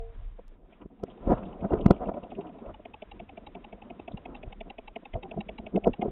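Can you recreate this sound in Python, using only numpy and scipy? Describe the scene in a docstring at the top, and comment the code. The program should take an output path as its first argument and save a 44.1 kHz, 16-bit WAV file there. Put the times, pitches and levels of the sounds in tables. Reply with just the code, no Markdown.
"""Deep rumble, sloshing, faint dying tones and hiss come first; then a toy fish starts to clack.
Its motorised tail beats left and right about eleven times a second: hinge, shell and hollow body ring.
Random pushes ring thuds and plunks as a dog's paws bump the tub and water slops on a sealed case.
Moving water is banded noise with common surges; bubbles are rising sines, droplets bursts of noise.
All but a few thin snaps is dull, with almost nothing above about 3.9 kHz."""
import sys
import numpy as np
from scipy import signal
from scipy.fft import rfft, irfft
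from scipy.io import wavfile
from scipy.ndimage import uniform_filter1d

SR = 44100
rng = np.random.default_rng(int(sys.argv[2]) if len(sys.argv) > 2 else 0)


def store_pcm(level_fs):
    """Save levels as 16-bit WAV."""
    pcm = np.round(np.clip(level_fs, -1, 1) * 32767).astype(np.int16)
    wavfile.write(sys.argv[1], SR, np.atleast_2d(pcm).T)


N = 269451

# Hinge modes: side (0 or 1), ratio to click pitch, mean level/dB
HINGE_MODES = [(0, .76, -12), (0, .87, 3.5), (0, 1, 4.5), (0, 1, -4), (0, 1.31, -5.5), (1, .83, -6),
               (1, 1.4, -4), (1, 1, 6.5), (1, 1.2, -13)]
# Hollow-body modes, one row a side: nominal f/Hz, nominal f/Hz
BODY_MODES_HZ = [(235, 394.5), (270, 500)]
# Tail strokes, one row a side: click level/dB, click f/Hz, shell level/dB, shell f/Hz, body level/dB
# (all nominal)
STROKES = [(-47, 2580, -38.5, 671, -38.5), (-47.5, 2670, -44, 819, -51)]
# Toy louder as it comes nearer: t/s, level/dB
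NEARNESS_DB = [(.82, -34), (.9, -46), (1.01, -26), (1.1, -20), (1.45, -12.5), (2.35, -9.5), (2.6, -20.5),
               (2.84, 0), (3.8, -5), (4.3, 1), (4.8, 2.5), (5.15, 2.5), (6.05, 6)]
# Beat stumbles as a paw catches the toy: t/s, lateness/s
STUMBLE_S = [(.83, -.008), (1.08, -.002), (2.6, 0), (2.767, -.021), (2.849, .009), (2.943, 0)]
# Slops and bumps: t/s, spread/s, push level/dB, thud level/dB, thud f/Hz, plunk level/dB, plunk f/Hz,
# slap level/dB (levels before the trims in knocks())
KNOCK_EVENTS = [(.394, 0.002, -70, -46.5, 488, -42.5, 513, -61),
                (0.823, 0.008, -49.5, -43, 300, -51.5, 500, -56),
                (0.86, 0.0013, -40, -36.5, 172, -55, 501, -67),
                (1.038, .0013, -34, -23, 497, -31.5, 515, -47),
                (1.277, .0013, -19.5, -20.5, 226, -39, 525, -47),
                (1.292, 0.011, -37, -29, 215, -25, 544, -43.5),
                (1.308, 0.0043, -24.5, -17.5, 298, -23.5, 640, -35),
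                (1.322, 0.004, -27.5, -17.5, 222, -15.5, 494, -34),
                (1.336, 0.0038, -25.5, -23, 249, -25.5, 616, -34),
                (1.378, 0.014, -36, -41, 240, -35.5, 524, -43),
                (1.432, 0.0045, -57.5, -36, 202, -49.5, 566, -50),
                (1.629, 0.0036, -35, -29.5, 200.5, -38, 616, -65.5),
                (1.651, 0.006, -33, -23.5, 204, -29, 665, -40.5),
                (1.711, .0017, -51, -43.5, 295, -25.5, 564, -52),
                (1.725, 0.003, -38, -28, 250, -27.5, 735, -42),
                (1.737, 0.0011, -23.5, -17.5, 238, -28.5, 501, -36.5),
                (1.742, 0.0011, -25.5, -21.5, 244, -31, 675, -44),
                (1.752, 0.0087, -32.5, -28, 432, -35, 657, -44.5),
                (1.778, .0033, -27.5, -37, 161, -42, 527, -47),
                (1.863, 0.0012, -13.5, -8.5, 202, -26, 501, -27.5),
                (1.91, 0.0009, -14, -8.5, 217, -13.5, 522, -24),
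                (1.917, .0004, -50, -15, 350, -44, 727, -48),
                (2.019, 0.0099, -48, -37, 476, -28.5, 733, -49),
                (2.039, 0.0056, -45, -40, 269, -28.5, 687, -43.5),
                (2.094, 0.0023, -34, -26.5, 354, -26, 660, -36.5),
                (2.119, 0.0014, -60, -63, 480, -29, 616, -59),
                (2.146, 0.0044, -46, -39.5, 300, -32, 570, -50),
                (2.176, 0.0053, -63.5, -38, 253, -30.5, 588, -50.5),
                (2.324, 0.0024, -58, -40.5, 260, -34.5, 690, -58),
                (2.392, 0.0064, -52, -28, 394, -35.5, 697, -54.5),
                (2.46, 0.016, -52, -41.5, 313, -41.5, 725, -52),
                (2.659, 0.013, -58, -50, 495, -40.5, 557, -56),
                (2.7, 0.0073, -65, -45, 345, -40, 628, -49.5),
                (2.801, 0.0029, -64, -46, 302, -43, 595, -73),
                (3.228, 0.0072, -44.5, -42.5, 214, -56, 510, -72),
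                (3.57, 0.0073, -69, -40.5, 195, -52, 690, -56.5),
                (3.874, 0.019, -54, -46.5, 242, -49.5, 592, -63),
                (4, 0.0017, -55, -37.5, 279, -41, 694, -64), (4.117, 0.0024, -62, -47, 258, -41, 670, -57),
                (4.146, 0.0014, -37, -33.5, 183, -66, 501, -67),
                (4.325, 0.027, -52, -43.5, 243, -56.5, 870, -56),
                (4.479, 0.0025, -30, -49, 408, -47.5, 670, -61),
                (4.672, 0.0067, -73, -43, 280, -46.5, 654, -62),
                (5.033, 0.0024, -72.5, -45.5, 314, -47.5, 507, -65.5),
                (5.159, .004, -25.5, -42.5, 476, -26.5, 680, -56),
                (5.179, 0.0097, -35, -40.5, 237, -38.5, 508, -64),
                (5.252, 0.0097, -49, -40, 366, -40, 780, -59),
                (5.343, 0.0029, -59, -43, 217, -40, 740, -58),
                (5.378, 0.0048, -46, -28.5, 170, -30, 665, -66),
                (5.388, 0.0097, -39, -29, 213, -42.5, 650, -67),
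                (5.6, 0.0032, -38, -35.5, 227, -41.5, 680, -70),
                (5.764, 0.0072, -46.5, -18.5, 197.7, -31.5, 725, -52),
                (5.777, 0.0019, -38, -37, 230, -19, 630, -71), (5.861, .0036, -43, -32, 219, -26, 710, -48),
                (5.875, 0.0035, -40, -16, 399, -11.5, 477, -38),
                (5.892, 0.0052, -31, -23, 240, -34, 523, -56),
                (5.997, 0.0033, -48.5, -27.5, 197, -40.5, 680, -62.5),
                (6.029, 0.0042, -51, -26.5, 234.5, -21, 766, -50),
                (6.059, 0.0049, -46, -24, 418, -29.5, 547, -48.5),
                (6.086, 0.003, -32, -28.5, 390, -35.5, 675, -59)]
# Colour of tub and case: f/Hz, level/dB
CASE_COLOUR = [(25, -1.5), (100, -15.5), (200, 9), (290, 2.5), (390, 5), (520, -1), (680, 8), (840, -9),
               (980, -5), (1120, -16), (1300, -16), (1650, -28), (1950, -29), (3800, -38.5)]
# Moving water: t/s, rumble level/dB, slosh level/dB (before layer trims)
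WATER_LEVELS = [(0.0, -47.5, -67), (0.13, -53.5, -63), (0.37, -54, -65.5), (0.61, -64.5, -61.5),
                (0.85, -74, -65), (1.09, -68, -52.5), (1.21, -51.5, -44.5), (1.38, -58, -47),
                (1.65, -51, -41), (1.8, -41.5, -21.5), (1.96, -45.5, -39), (2.18, -61.5, -47),
                (2.64, -62, -50.5), (2.98, -58, -58.5), (3.66, -64, -55), (3.95, -61, -52.5),
                (4.08, -55.5, -51), (4.25, -56, -52), (4.71, -63.5, -57), (5.07, -67, -60.5),
                (5.31, -58, -49), (5.55, -58.5, -54.5), (5.72, -60, -52), (5.87, -49.5, -52),
                (6.01, -53, -49.5), (6.11, -50, -37)]
# Colour of water in the tub: f/Hz, relative level/dB
SLOSH_COLOUR = [(20, 16), (40, -8), (70, -20.5), (124, -13), (215, -7.5), (300, -11.5), (380, -14),
                (520, -12.5), (700, -9.5), (880, -21), (1000, -15.5), (1130, -27.5), (1300, -23.5),
                (1800, -34.5)]
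# Wavelets lapping on the case, brightening the water: t/s, level/dB
LAPPING_DB = [(0, 9.5), (.9, -4.5), (1.3, 2.5), (2.1, 3.5), (2.8, 2), (4.4, 1), (5.3, -2.5), (6.11, -5.5)]
# Drops and small splashes on the case: t/s, level/dB, band centre f/Hz
DROP_EVENTS = [(.73, -63, 2600), (.818, -62, 2700), (1.102, -60, 3340), (1.457, -61, 3320),
               (1.812, -52, 3080), (2.353, -55.5, 2750), (4.121, -57.5, 3880), (4.363, -59, 3700)]
# Thin sharp snaps, bright beyond 3.9 kHz: t/s, level/dB
SNAP_EVENTS = [(.481, -70), (1.037, -57), (2.391, -74)]
# Faint dying tones: f/Hz, initial level/dB, t60/s
RING_TONES = [(455, -40, 0.4), (460, -51, .8), (682, -46, 0.32), (752, -56, 0.4)]
# Deepest rumble, strong at first under water: t/s, mean level/dB
DEEP_DB = [(0, -44.5), (.28, -45), (.55, -51.5), (.66, -71), (1.9, -50.5), (2.3, -67.5), (4.3, -65),
           (4.5, -52), (6.11, -65)]
# Hiss, dipping twice early on: t/s, mean level/dB
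HISS_DB = [(0, -69), (.5, -69.5), (.6, -81.5), (.75, -66), (.82, -78), (.92, -78), (1.018, -72.5),
           (1.3, -65), (2, -69), (3, -67.5), (5, -68), (6.11, -66.5)]
# Colour of hiss and droplets: f/Hz, relative level/dB
HISS_TILT = [(600, -4.5), (1000, 2.5), (1700, -3), (3800, -8.5)]

# Toy: first stroke, full beat, delay of the return stroke
TAIL_START_S, BEAT_S, RETURN_S = .733, .17626, .094
CLICK_DETUNE, SHELL_DETUNE = .03, .035  # standard deviation, share of pitch
STROKE_SCATTER_DB, MODE_SCATTER_DB = 1.2, 3.5  # standard deviation
LOW_SHARE = 0.49  # share of the nearness dB followed by shell and body
# Knocks: splash relative to slap, more for a sharp push; case ring relative to slap
SPLASH_DB, SHARP_DB = -22.5, 25
CASE_RING_HZ, CASE_RING_DB = 1990, -21
# Water: layer trims; cap on the slosh level before trim; bubbles relative to uncapped slosh
RUMBLE_DB, SLOSH_DB, RIPPLE_DB, LAP_DB = 5.5, 0, -8, -17
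SLOSH_TOP_DB, BUBBLE_DB = -36.5, -3.5
LIFT_S, CLEAR_S = 1.05, 2.6  # case lifted out of the bath between these times
DULL_EDGE_HZ, EDGE_HZ = 3900, 15800  # low-pass edges: dull sounds, output


def amp(db):
    """Decibels to gain."""
    return 10 ** (np.asarray(db) / 20)


def evened(x):
    """Scales to rms 1."""
    return x / np.sqrt(np.mean(x ** 2) + 1e-20)


def crested(x):
    """Scales so that the loudest 5 ms have rms 1."""
    return x / np.sqrt(uniform_filter1d(x ** 2, size=220).max() + 1e-20)


def noise(count):
    """White Gaussian noise."""
    return rng.standard_normal(count)


def curve(t_s, table):
    """Interpolates a two-column table linearly."""
    return np.interp(t_s, *np.transpose(table))


def centred_time(half):
    """Time/s of 2 * half samples, zero in the middle."""
    return np.arange(-half, half) / SR


def add(mix, at_s, sound):
    """Mixes in a sound whose middle falls at at_s."""
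    start = round(at_s * SR) - len(sound) // 2
    part = mix[start:start + len(sound)]
    part += sound[:len(part)]


def band(x, lo_hz, hi_hz, colour):
    """Band-passes x and shapes it by a (f/Hz, level/dB) colour, interpolated in log frequency."""
    hz = np.fft.rfftfreq(len(x), 1 / SR) + 1e-3
    colour_hz, colour_db = np.transpose(colour)
    edges = 1 / (1 + (lo_hz / hz) ** 8) / (1 + (hz / hi_hz) ** 12)
    gain = amp(np.interp(np.log(hz), np.log(colour_hz), colour_db))
    return irfft(rfft(x) * edges * gain, len(x))


def drift(rate_hz):
    """Slow random wander of rms 1."""
    hz = np.fft.rfftfreq(N, 1 / SR)
    return evened(irfft(rfft(noise(N)) * np.exp(-(hz / rate_hz) ** 2), N))


def swell(t, rise, decay):
    """Soft rise to t = 0, then exponential decay; rise and decay in s."""
    before = -.5 * (np.minimum(t, 0) / rise) ** 2
    after = -(np.hypot(np.maximum(t, 0), rise) - rise) / decay
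    return np.exp(before + after)


def mode(t, hz):
    """Sine of random phase."""
    return np.sin(2 * np.pi * (hz * t + rng.random()))


def toy():
    """Each stroke chatters the hinge for a few ms; shell and hollow body ring slightly later."""
    out, t = np.zeros(N), centred_time(2048)
    beats_s = np.arange(TAIL_START_S, N / SR, BEAT_S)
    strokes = [(s + side * RETURN_S, side) for s in beats_s for side in (0, 1)]
    for at_s, side in strokes[:-1]:  # the last falls past the end
        click_db, click_hz, shell_db, shell_hz, body_db = STROKES[side]
        near_db, late_s = curve(at_s, NEARNESS_DB), curve(at_s, STUMBLE_S)
        force, click_off, shell_off = noise(3)
        click_hz = click_hz * (1 + CLICK_DETUNE * click_off)
        shell_hz = shell_hz * (1 + SHELL_DETUNE * shell_off)

        # hinge modes trade strength from stroke to stroke
        hinge = sum(amp(db + MODE_SCATTER_DB * rng.standard_normal())
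                    * mode(t, click_hz * ratio * rng.uniform(1.0, 1.02))
                    for mode_side, ratio, db in HINGE_MODES if round(mode_side) == side)
        grit = evened(band(noise(len(t)), 1900, 4300, [(2000, 1.0), (2900, 4.5), (4000, -19.5)]))
        click = (evened(hinge) + amp(-2.5) * grit) * np.exp(-.5 * (t / 0.0032) ** 2)

        shell = mode(t, shell_hz) + amp(-13.5) * mode(t, shell_hz * 1.307)
        shell = shell * swell(t - .0015, rise=0.0021, decay=0.0045)
        body = sum(mode(t, hz * rng.uniform(0.889, 1.1)) for hz in BODY_MODES_HZ[side])
        body = body * swell(t - .004, rise=0.004, decay=0.0044)
        wake = band(noise(len(t)), 380, 1600, CASE_COLOUR) * swell(t - .008, rise=0.0025, decay=0.0025)
        low = amp(body_db - 5.0) * crested(body)
        low = low + amp(shell_db) * (crested(shell) + amp(-10.0) * crested(wake))

        stroke = amp(click_db + near_db) * crested(click) + amp(LOW_SHARE * near_db) * low
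        add(out, at_s + late_s, amp(STROKE_SCATTER_DB * force) * stroke)
    return out


def knocks():
    """A short knock is one push, a longer slop a scatter; each rings a low thud and a higher plunk."""
    out, t = np.zeros(N), centred_time(4096)
    for at_s, spread_s, push_db, thud_db, thud_hz, plunk_db, plunk_hz, slap_db in KNOCK_EVENTS:
        loose = min(spread_s / 0.00156, 1)  # 0 = single push, 1 = scatter
        push = np.exp(-.5 * (t / .00007) ** 2)
        scatter_env = swell(t, rise=0.00089 + spread_s * 1.69, decay=0.00041 + spread_s * 0.93)
        scatter = noise(len(t)) * scatter_env
        tail = noise(len(t)) * swell(t - .004, rise=0.0011, decay=0.025)
        force = (1 - loose) * evened(push) + (loose + 0.083) * evened(scatter) + amp(-27) * evened(tail)

        # minimum rise and decay scale with the mode's period
        thud = mode(t, thud_hz) * swell(t, rise=max(spread_s * 1.1, 0.86 / thud_hz),
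                                        decay=max(spread_s * 1.3, 0.23 / thud_hz))
        plunk = mode(t, plunk_hz) * swell(t, rise=max(spread_s * .7, 1.1 / plunk_hz),
                                          decay=max(spread_s * 1.0, 0.79 / plunk_hz))
        case_ring = mode(t, CASE_RING_HZ) * swell(t, rise=.0012, decay=0.0022)

        push_part = crested(band(force, 31, 121.4, CASE_COLOUR))
        thud_part = crested(crested(thud) + amp(-0.5) * crested(band(force, 120, 480, CASE_COLOUR)))
        plunk_part = crested(crested(plunk) + amp(-4.5) * crested(band(force, 440, 950, CASE_COLOUR)))
        slap_part = crested(band(force, 937, 1700, CASE_COLOUR)) + amp(CASE_RING_DB) * crested(case_ring)
        splash_part = crested(band(force, 1650, 3900, CASE_COLOUR))
        splash_db = slap_db + SPLASH_DB + SHARP_DB * (1 - loose)
        knock = (amp(push_db - 3.5) * push_part + amp(thud_db - 1.58) * thud_part
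                 + amp(plunk_db - 3.24) * plunk_part + amp(slap_db) * slap_part
                 + amp(splash_db) * splash_part)
        add(out, at_s, knock)
    return out


def water():
    """Rumble, slosh, ripples and lapping: noise bands with shared and separate random surges."""
    t, surge, wave = np.arange(N) / SR, drift(rate_hz=28), drift(rate_hz=10)
    level_s, *columns = np.transpose(WATER_LEVELS)
    rumble_db, slosh_db = (np.interp(t, level_s, column) for column in columns)
    slosh_db = np.minimum(slosh_db, SLOSH_TOP_DB)
    lapping_db = curve(t, LAPPING_DB)
    # low edge/Hz, high edge/Hz, level/dB, surge scale/dB
    layers = [(36, 106, rumble_db + RUMBLE_DB, 2.5),
              (131, 510, slosh_db + SLOSH_DB, 2.6),
              (470, 826, slosh_db + RIPPLE_DB + .5 * lapping_db, 3.0),
              (870, 1400, slosh_db + LAP_DB + lapping_db, 2.8)]
    out = np.zeros(N)
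    for lo_hz, hi_hz, level_db, surge_db in layers:
        swing = surge + 1.18 * drift(rate_hz=29) + .5 * wave
        flow = band(noise(N), lo_hz, hi_hz, SLOSH_COLOUR) * amp(surge_db * swing)
        out += evened(flow) * amp(level_db)
    return out


def bubbles(count=130):
    """Small bubbles ring as decaying sines rising in pitch; their level follows the slosh."""
    level_s, _, slosh_db = np.transpose(WATER_LEVELS)
    out, t = np.zeros(N), centred_time(2048)
    for when, small, strength in rng.random((count, 3)):
        at_s, hz = .6 + when * 5.4, 330 * 2.9 ** small
        ping = mode(t, hz * (1 + 3.9 * t)) * swell(t, rise=0.00051, decay=2.5 / hz)
        level_db = np.interp(at_s, level_s, slosh_db) + 7.9 * strength - 10 * small + BUBBLE_DB
        add(out, at_s, amp(level_db) * ping)
    return out


def spatter(count=14):
    """Droplets tick on the case as narrow noise bursts; stray ones fall while it is lifted out."""
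    out, t = np.zeros(N), centred_time(1024)
    strays = [(LIFT_S + (CLEAR_S - LIFT_S) * when, -66 + 7 * strength, 2400 + 1100 * size)
              for when, size, strength in rng.random((count, 3))]
    for at_s, level_db, hz in list(DROP_EVENTS) + strays:
        tick = band(noise(len(t)), hz, hz, HISS_TILT) * swell(t, rise=0.0027, decay=0.0074)
        add(out, at_s, amp(level_db) * crested(tick))
    return out


def snaps():
    """Bright noise bursts with sub-millisecond rise and decay."""
    out, t = np.zeros(N), centred_time(512)
    for at_s, level_db in SNAP_EVENTS:
        burst = noise(len(t)) * swell(t, rise=.0001, decay=0.00027)
        snap = band(burst, 2000, 15000, [(3000, -1), (14000, -17)])
        add(out, at_s, amp(level_db) * crested(snap))
    return out


def ring():
    """A few faint sines die away exponentially after a 3 ms fade-in."""
    t = np.arange(N) / SR
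    tones = sum(amp(db - 60 * t / t60_s) * mode(t, hz) for hz, db, t60_s in RING_TONES)
    return tones * np.minimum(t / 0.003, 1)


def deep_rumble():
    """Noise round 32-36 Hz, slowly wandering in level."""
    level_db = curve(np.arange(N) / SR, DEEP_DB) + 2 * drift(rate_hz=6.8)
    return amp(level_db) * evened(band(noise(N), 32, 36, SLOSH_COLOUR))


def hiss():
    """A floor of banded noise, wandering slightly in level."""
    level_db = curve(np.arange(N) / SR, HISS_DB) + 1.5 * drift(rate_hz=20)
    return amp(level_db) * evened(band(noise(N), 490, 4100, HISS_TILT))


def scene():
    """Sums all sources; a low-pass dulls everything but the snaps."""
    bath = toy() + knocks() + water() + bubbles() + spatter() + ring() + deep_rumble() + hiss()
    dull_filter = signal.firwin(301, DULL_EDGE_HZ, window=("kaiser", 7), fs=SR)
    return (signal.oaconvolve(bath, dull_filter, "same") + snaps())[None]


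def record(dry):
    """Loud swings crackle faintly, peaks are cut off flat, then the output is low-passed."""
    sound = dry[0]
    # high-passed steps: a tick at each threshold crossing
    ticks = band(np.sign(sound) * (abs(sound) > .075), 2700, 18000, [(4000, 0.5), (16000, -1)])
    grit = evened(band(noise(N), 3900, 14000, [(4000, 8.5), (8000, -6.0), (16000, -11.0)]))
    excess = np.maximum(abs(sound) - .11, 0)
    crackle = amp(-65.5) * ticks + amp(-44.5) * excess * grit + amp(-99) * noise(N)
    clipped = np.clip(sound + crackle, -.71, .71)[None]
    edge_filter = signal.firwin(511, EDGE_HZ, window=("kaiser", 9), fs=SR)
    return signal.oaconvolve(clipped, edge_filter[None], "same")


dry = scene()
out = record(dry)
store_pcm(out)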